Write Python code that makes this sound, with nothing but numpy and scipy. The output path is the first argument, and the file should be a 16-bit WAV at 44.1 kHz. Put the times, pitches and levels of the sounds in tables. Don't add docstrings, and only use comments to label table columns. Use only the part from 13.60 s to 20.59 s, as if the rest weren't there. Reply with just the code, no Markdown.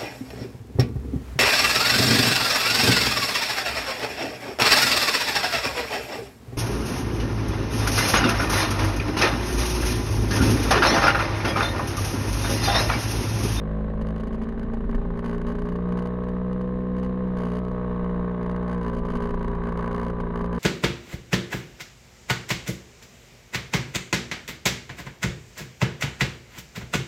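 import sys
import numpy as np
from scipy import signal
from scipy.io import wavfile
from scipy.ndimage import uniform_filter1d

SR = 44100
rng = np.random.default_rng(int(sys.argv[2]) if len(sys.argv) > 2 else 0)


def unload_wav(signal):
    wavfile.write(
        sys.argv[1],
        SR,
        np.round(np.clip(np.atleast_2d(signal).T, -1, 1) * 32767).astype(np.int16),
    )


def boost(x):
    u = np.asarray(x, float) / 20
    return 10 ** u


N = 308259
T = np.arange(N) / SR

# time_s, crank_hz
CRANK_SPEED = [(0.0, 52.58), (0.519, 53.8), (1.03, 56.84), (1.22, 56.71), (1.958, 58.71), (2.764, 61.53),
               (3.628, 62.33), (3.915, 59.66), (3.99, 61.43), (4.593, 59.72), (5.128, 60.08), (5.22, 58.89),
               (5.573, 58.72), (5.877, 57.35), (6.07, 57.97), (6.55, 58.78), (6.693, 57.58), (7.0, 59.31)]
# time_s, load
ENGINE_LOAD = [(0, 0), (.5, 0), (.8, 1), (1.2, 1), (1.5, 2), (2.05, 2), (2.25, 3), (2.7, 3.2), (3.2, 4),
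               (3.7, 3.8), (3.9, 2.6), (4.1, 3), (5.12, 3), (5.25, 5), (7, 5)]
# order, level_db at load 0, 1, 2, 3, 4, 5
LOW_ORDERS = [(1, -30.5, -35, -35.5, -36, -37, -34), (2, -40.5, -41.5, -40.5, -38.5, -39, -40),
              (3, -34, -39, -32.5, -28.5, -27.5, -32.5), (4, -36.5, -42.5, -42, -41, -38, -48),
              (5, -43.5, -50.5, -44.5, -50, -49.5, -47.5)]
ORDER_PEAK_TURNS = [.33, -.095, -.085, .085, .03]
# order, level_db at load 0, 1, 2, 3, 4, 5
UPPER_ORDERS = [(5.97, -59.5, -62, -52, -45.5, -44, -48), (7.018, -46.5, -43.5, -38.5, -40, -44, -38),
                (8.016, -51, -44.5, -47.5, -39, -37, -44), (9.06, -43, -54, -52.5, -71.5, -59.5, -45.5),
                (9.95, -46, -56, -48.5, -45, -53, -51), (11.03, -47.5, -56, -60, -52, -58, -62.5),
                (11.94, -54.5, -61.5, -69, -68, -73, -58.5), (14, -55, -54.5, -55.5, -65, -66.5, -57),
                (15, -71, -69, -70.5, -59.5, -67, -58.5), (16, -68, -72, -73, -54.5, -66.5, -66),
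                (17, -68, -73.5, -70.5, -57, -50.5, -45), (18, -64, -67, -68, -52, -73.5, -67.5),
                (19, -68, -56.5, -60.5, -58.5, -64.5, -60), (20, -82, -62, -58.5, -55, -64.5, -48.5),
                (21.05, -75, -62, -58, -54.5, -64.5, -57)]
# time_s, sway_db
SWAY_LEVEL = [(0.0, -54.5), (0.41, -30), (0.47, -41), (1.24, -27.5), (1.28, -21.5), (1.38, -23.5),
              (1.65, -34.5), (1.67, -33), (2.06, -27.5), (2.24, -41), (4.83, -41.5), (5.1, -51),
              (5.41, -29.5), (5.7, -32.5), (5.74, -28), (6.19, -39), (6.76, -35), (6.99, -37)]
# time_s, slack_db
CASE_SLACK = [(0, -1.5), (.8, -3), (1.5, 0), (2.1, -1), (2.3, -0.5), (3.2, -4), (3.9, -0.5), (4.02, -6),
              (4.2, 2), (5.3, 2), (5.41, -3.5), (5.5, 1), (6.3, 6), (6.52, 1), (6.65, 3.5), (6.8, 3.5),
              (6.99, 0)]
# mode_hz, width_hz, level_db
BRACKET_MODES = [(227.3, 54.5, 1.5), (204, 170, 3)]
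# mode_hz, width_hz, level_db
CASE_MODES = [(414, 8.7, 1.5), (519.8, 48, 6.5), (608, 14, -5), (636, 13, -1.5)]
# mode_hz, width_hz, level_db
RATTLE_MODES = [(806, 170, -12.5), (825, 38.4, -5.5), (950, 228, 4), (1042, 120.5, 6), (1242, 51, -6.5),
                (1487.5, 50, -7.5), (1655, 54, -8), (2090, 280, -2.5)]
# mode_hz, width_hz, level_db
TICK_MODES = [(2070, 300, 5), (2987, 210, 4.5), (3770, 460, 0), (4470, 286, -0.5), (4950, 320, -2.5),
              (6410, 760, 0.5), (8830, 1330, 0.5), (9680, 770, 0), (12900, 1100, -8)]
# first_s, last_s, peak_db, bounce_db
EVERY_TURN_BOUTS = [(.47, .507, -53, -9), (.563, .6, -54, -5), (.728, .746, -56, -2), (.818, .837, -54, -3),
                    (1.296, 1.313, -56, -9), (1.575, 1.592, -53, -9), (1.644, 1.748, -52, -4),
                    (1.868, 1.919, -54, -1), (2.374, 2.391, -54, -1), (2.457, 2.474, -54, -4),
                    (3.367, 3.399, -56, -9), (3.431, 3.463, -53, -3), (3.77, 3.986, -53, -2),
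                    (4.897, 4.914, -52, -5), (5.08, 5.147, -52, -3), (5.215, 5.299, -53, -9),
                    (5.333, 5.384, -54, -2), (5.452, 5.571, -52, -6), (5.606, 5.708, -52, -5),
                    (5.829, 5.846, -51, -12), (6.038, 6.089, -53, -12), (6.175, 6.278, -51, -12),
                    (6.313, 6.501, -50, -11), (6.759, 6.81, -52, -9), (6.845, 6.862, -52, -12),
                    (6.93, 6.981, -53, -5)]
# first_s, last_s, peak_db, bounce_db
SECOND_TURN_BOUTS = [(.414, .414, -54, -9), (.637, .673, -54, -4), (.89, .89, -57, -4),
                     (.996, 1.032, -52, -9), (1.137, 1.137, -52, -7), (1.349, 1.349, -53, -4),
                     (1.782, 1.817, -52, -6), (1.953, 2.161, -56, -4), (2.291, 2.324, -55, -3),
                     (2.424, 2.424, -56, -9), (2.638, 2.638, -59, 0), (2.687, 2.687, -57, 3),
                     (2.931, 2.931, -55, -9), (3.012, 3.012, -54, -2), (4.05, 4.116, -57, -12),
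                     (4.446, 4.446, -58, -9), (4.83, 4.864, -54, -9), (4.964, 4.964, -52, -9),
                     (5.031, 5.031, -58, -9), (5.181, 5.181, -56, -9), (5.743, 5.743, -55, -1),
                     (5.794, 5.794, -60, -9), (5.882, 5.952, -55, -12), (6.124, 6.124, -54, -12),
                     (6.603, 6.603, -51, -6)]
THIRD_CONTACT_DB = [-3, -3, -2, -11, -11, -3.5]
# freq_hz, level_db_per_hz
WIND_SPECTRUM = [(20, 4.5), (40, -11), (75, -24.5), (250, -14.5), (750, -25.5), (4200, -54.5), (5500, -71),
                 (13000, -80.5)]

BRACKET_DB = [-37.5, -34, -38.5, -42.5, -51.5, -38]
SWAY_HZ, BOUNCE_S = 29.3, 0.0045
THUMP_TURNS, THUMP_JITTER_S = 0.75, 0.0001
KNOCK_TURNS, KNOCK_JITTER_S = 0.95, 0.00028
KNOCK_SPREAD_DB, BOUNCE_SPREAD_DB = 2.2, 3.5
MISSED_DB = -8.5
CASE_LEAD_SAMPLES = 125


def engine(turns):
    hum = np.zeros(N)
    for order, *levels_db in LOW_ORDERS:
        level = boost(by_load(levels_db) + drift(8.3))
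        angle = turns - ORDER_PEAK_TURNS[order - 1]
        hum += level * np.sqrt(2) * np.cos(2 * np.pi * order * angle)
    return hum


def buzz(turns, tilt):
    lines = np.zeros(N)
    for order, *levels_db in UPPER_ORDERS:
        level = boost(by_load(levels_db) + 1.2 * drift(20))
        phase_rad = 1.45 + 0.25 * drift(4)
        lines += level * np.sqrt(2) * np.cos(2 * np.pi * round(order) * turns + phase_rad)
    return lines * (1 + 0.36 * tilt)


def mount(turns):
    hard = knocks(turns)
    bout = busy(hard)
    sway_db = curves(SWAY_LEVEL)[0]
    slack_db = curves(CASE_SLACK)[0] + 7.5 * bout
    early = np.roll(hard, -CASE_LEAD_SAMPLES)
    swaying = sway(hard)
    tilt = np.clip(swaying * boost(sway_db + 33), -1, 1)
    faint = boost(-76) * thumps(turns - 0.2, tilt, spread_db=4.5, lean=0.5, bounce=0.9)

    out = boost(sway_db) * swaying
    out += bracket(turns, tilt, hard, sway_db, bout)
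    out += buzz(turns, tilt)
    out += case(early, bout)
    out += rattle(turns, tilt, early, slack_db)
    out += boost(1.8) * ticks(hard + faint)
    return out + chatter(turns, tilt, hard, slack_db)


def sway(hard):
    push = rng.standard_normal(N) + boost(86) * np.roll(hard, -570)
    return steadied(ring(push, [(SWAY_HZ, 6.0, 0), (40, 9, -7)]), size=3000)


def bracket(turns, tilt, hard, sway_db, bout):
    blows = thumps(turns, tilt, spread_db=1.0, lean=1.0, bounce=0.51)
    blows = blows + boost(52.5) * hard + boost(-27.0) * rng.standard_normal(N)
    level_db = by_load(BRACKET_DB) + 0.17 * (sway_db + 29.5) + 7.5 * bout
    return boost(level_db) * steadied(ring(soften(blows, 340), BRACKET_MODES))


def case(early, bout):
    blows = boost(41.5) * early + boost(-24.0) * rng.standard_normal(N)
    return boost(-48 + 9.5 * bout) * steadied(ring(soften(blows, 1100), CASE_MODES))


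def rattle(turns, tilt, early, slack_db):
    loose = thumps(turns, tilt, spread_db=1.8, lean=0.7, bounce=0.62)
    loose = loose + boost(-30) * shaken(turns, tilt, 0.3) * rng.standard_normal(N)
    blows = soften(soften(loose + boost(41) * early, 1700), 1700)
    return boost(-45 + slack_db) * steadied(ring(blows, RATTLE_MODES), size=3000)


def thumps(turns, tilt, spread_db, lean, bounce):
    at = contacts(turns, THUMP_TURNS, THUMP_JITTER_S)
    luck = rng.standard_normal((len(at), 3))
    out = np.zeros(N + SR)
    for k in range(3):
        blow = bounce ** k * boost(spread_db * luck[:, k])
        out[at + round(k * BOUNCE_S * SR)] = blow * (1 + lean * tilt[at])
    return out[:N]


def knocks(turns):
    at = contacts(turns, KNOCK_TURNS, KNOCK_JITTER_S)
    luck = rng.standard_normal((len(at), 3))
    third_vs_second_db = by_load(THIRD_CONTACT_DB)
    gap = round(BOUNCE_S * SR)
    out = np.zeros(N + SR)
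    for every, bouts in enumerate((EVERY_TURN_BOUTS, SECOND_TURN_BOUTS), 1):
        for first_s, last_s, peak_db, bounce_db in bouts:
            first = np.argmin(abs(T[at] - first_s))
            last = np.argmin(abs(T[at] - last_s))
            k = np.arange(first, last + 1, every)
            second_db = np.minimum(bounce_db + BOUNCE_SPREAD_DB * luck[k, 1], 1)
            third_db = second_db + third_vs_second_db[at[k]] + KNOCK_SPREAD_DB * luck[k, 2]
            out[at[k]] = boost(peak_db + KNOCK_SPREAD_DB * luck[k, 0])
            out[at[k] + gap] = boost(peak_db + second_db) * (second_db > MISSED_DB)
            out[at[k] + 2 * gap] = boost(peak_db + third_db) * (third_db > MISSED_DB)
    return out[:N]


def ticks(blows):
    spot = rng.integers(0, 3, N)
    out = np.zeros(N)
    for k, shift in enumerate((0.975, 1, 1.025)):
        modes = [(hz * shift, width_hz, db) for hz, width_hz, db in TICK_MODES]
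        out += ring(blows * (spot == k), modes)
    return out


def chatter(turns, tilt, hard, slack_db):
    knock_tail = signal.oaconvolve(hard, np.exp(-T[:1000] / 0.003))[:N]
    gate = shaken(turns, tilt, 0.55) + boost(51) * knock_tail
    modes = [(1790, 203, -2.5), (2950, 380, -10.5), (3700, 920, -6.5), (4130, 470, -15.5),
             (6660, 820, -31.5)]
    hiss = ring(gate * rng.standard_normal(N), modes)
    return boost(-56.0 + 0.52 * slack_db) * steadied(hiss, size=20000)


def wind():
    frames = N // 256 + 5
    bin_hz = np.fft.rfftfreq(1024, 1 / SR)
    real, imag, patches = rng.standard_normal((frames, 513, 3)).T
    patches = evened(uniform_filter1d(uniform_filter1d(patches, 8, 0), 10, 1))
    hz, db = np.transpose(WIND_SPECTRUM)
    level_db = np.interp(np.log(bin_hz + 1), np.log(hz + 1), db)[:, None] + 0.52 * patches
    air = signal.istft((real + 1j * imag) * boost(level_db), nperseg=1024, noverlap=768)[1][:N]
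    return boost(-38.5 + 0.69 * drift(18.0)) * evened(air)


def contacts(turns, angle_turns, jitter_s):
    at = np.flatnonzero(np.diff(np.floor(turns - angle_turns)))
    jitter = np.round(jitter_s * SR * rng.standard_normal(len(at))).astype(int)
    return np.clip(at + jitter, 0, N - 1)


def shaken(turns, tilt, rest):
    swell = np.exp(2.0 * (np.cos(2 * np.pi * (turns - 1)) - 1))
    return rest + swell * (1 + 0.6 * tilt)


def busy(hard):
    density = uniform_filter1d(uniform_filter1d(hard, size=1500), size=1500)
    return np.tanh(density * SR / boost(-9.5))


def ring(blows, modes):
    t = T[:6000]
    body = np.zeros(len(t))
    for k, (hz, width_hz, db) in enumerate(modes):
        decay = np.exp(-np.pi * width_hz * t)
        body += (-1) ** k * boost(db) * decay * np.sin(2 * np.pi * hz * t)
    return signal.oaconvolve(blows, body)[:N]


def soften(x, hz):
    return signal.lfilter(*signal.butter(2, hz, fs=SR), x)


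def by_load(levels_db):
    return np.interp(curves(ENGINE_LOAD)[0], np.arange(len(levels_db)), levels_db)


def curves(rows):
    time_s, *columns = np.transpose(rows)
    return [np.interp(T, time_s, column) for column in columns]


def drift(top_hz):
    size = int(SR / top_hz)
    return evened(uniform_filter1d(uniform_filter1d(rng.standard_normal(N), size), size))


def evened(x):
    return x / np.sqrt(np.mean(x ** 2) + 1e-20)


def steadied(x, size=6000):
    power = uniform_filter1d(uniform_filter1d(x ** 2, size), size)
    return x / np.sqrt(abs(power) + 1e-20)


def scene():
    turns = np.cumsum(curves(CRANK_SPEED)[0]) / SR
    return (engine(turns) + mount(turns) + wind())[None]


def low_pass(x):
    return signal.sosfilt(signal.butter(12, 14900, fs=SR, output="sos"), x)


def record(dry):
    dulled = signal.sosfilt(signal.butter(6, 13600, fs=SR, output="sos"), dry)
    mix = signal.sosfilt(signal.butter(1, 12, "high", fs=SR, output="sos"), dulled)
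    mix = mix * np.minimum((T[-1] - T) / 0.004, 1)
    return low_pass(mix)


dry = scene()
out = record(dry)
unload_wav(out)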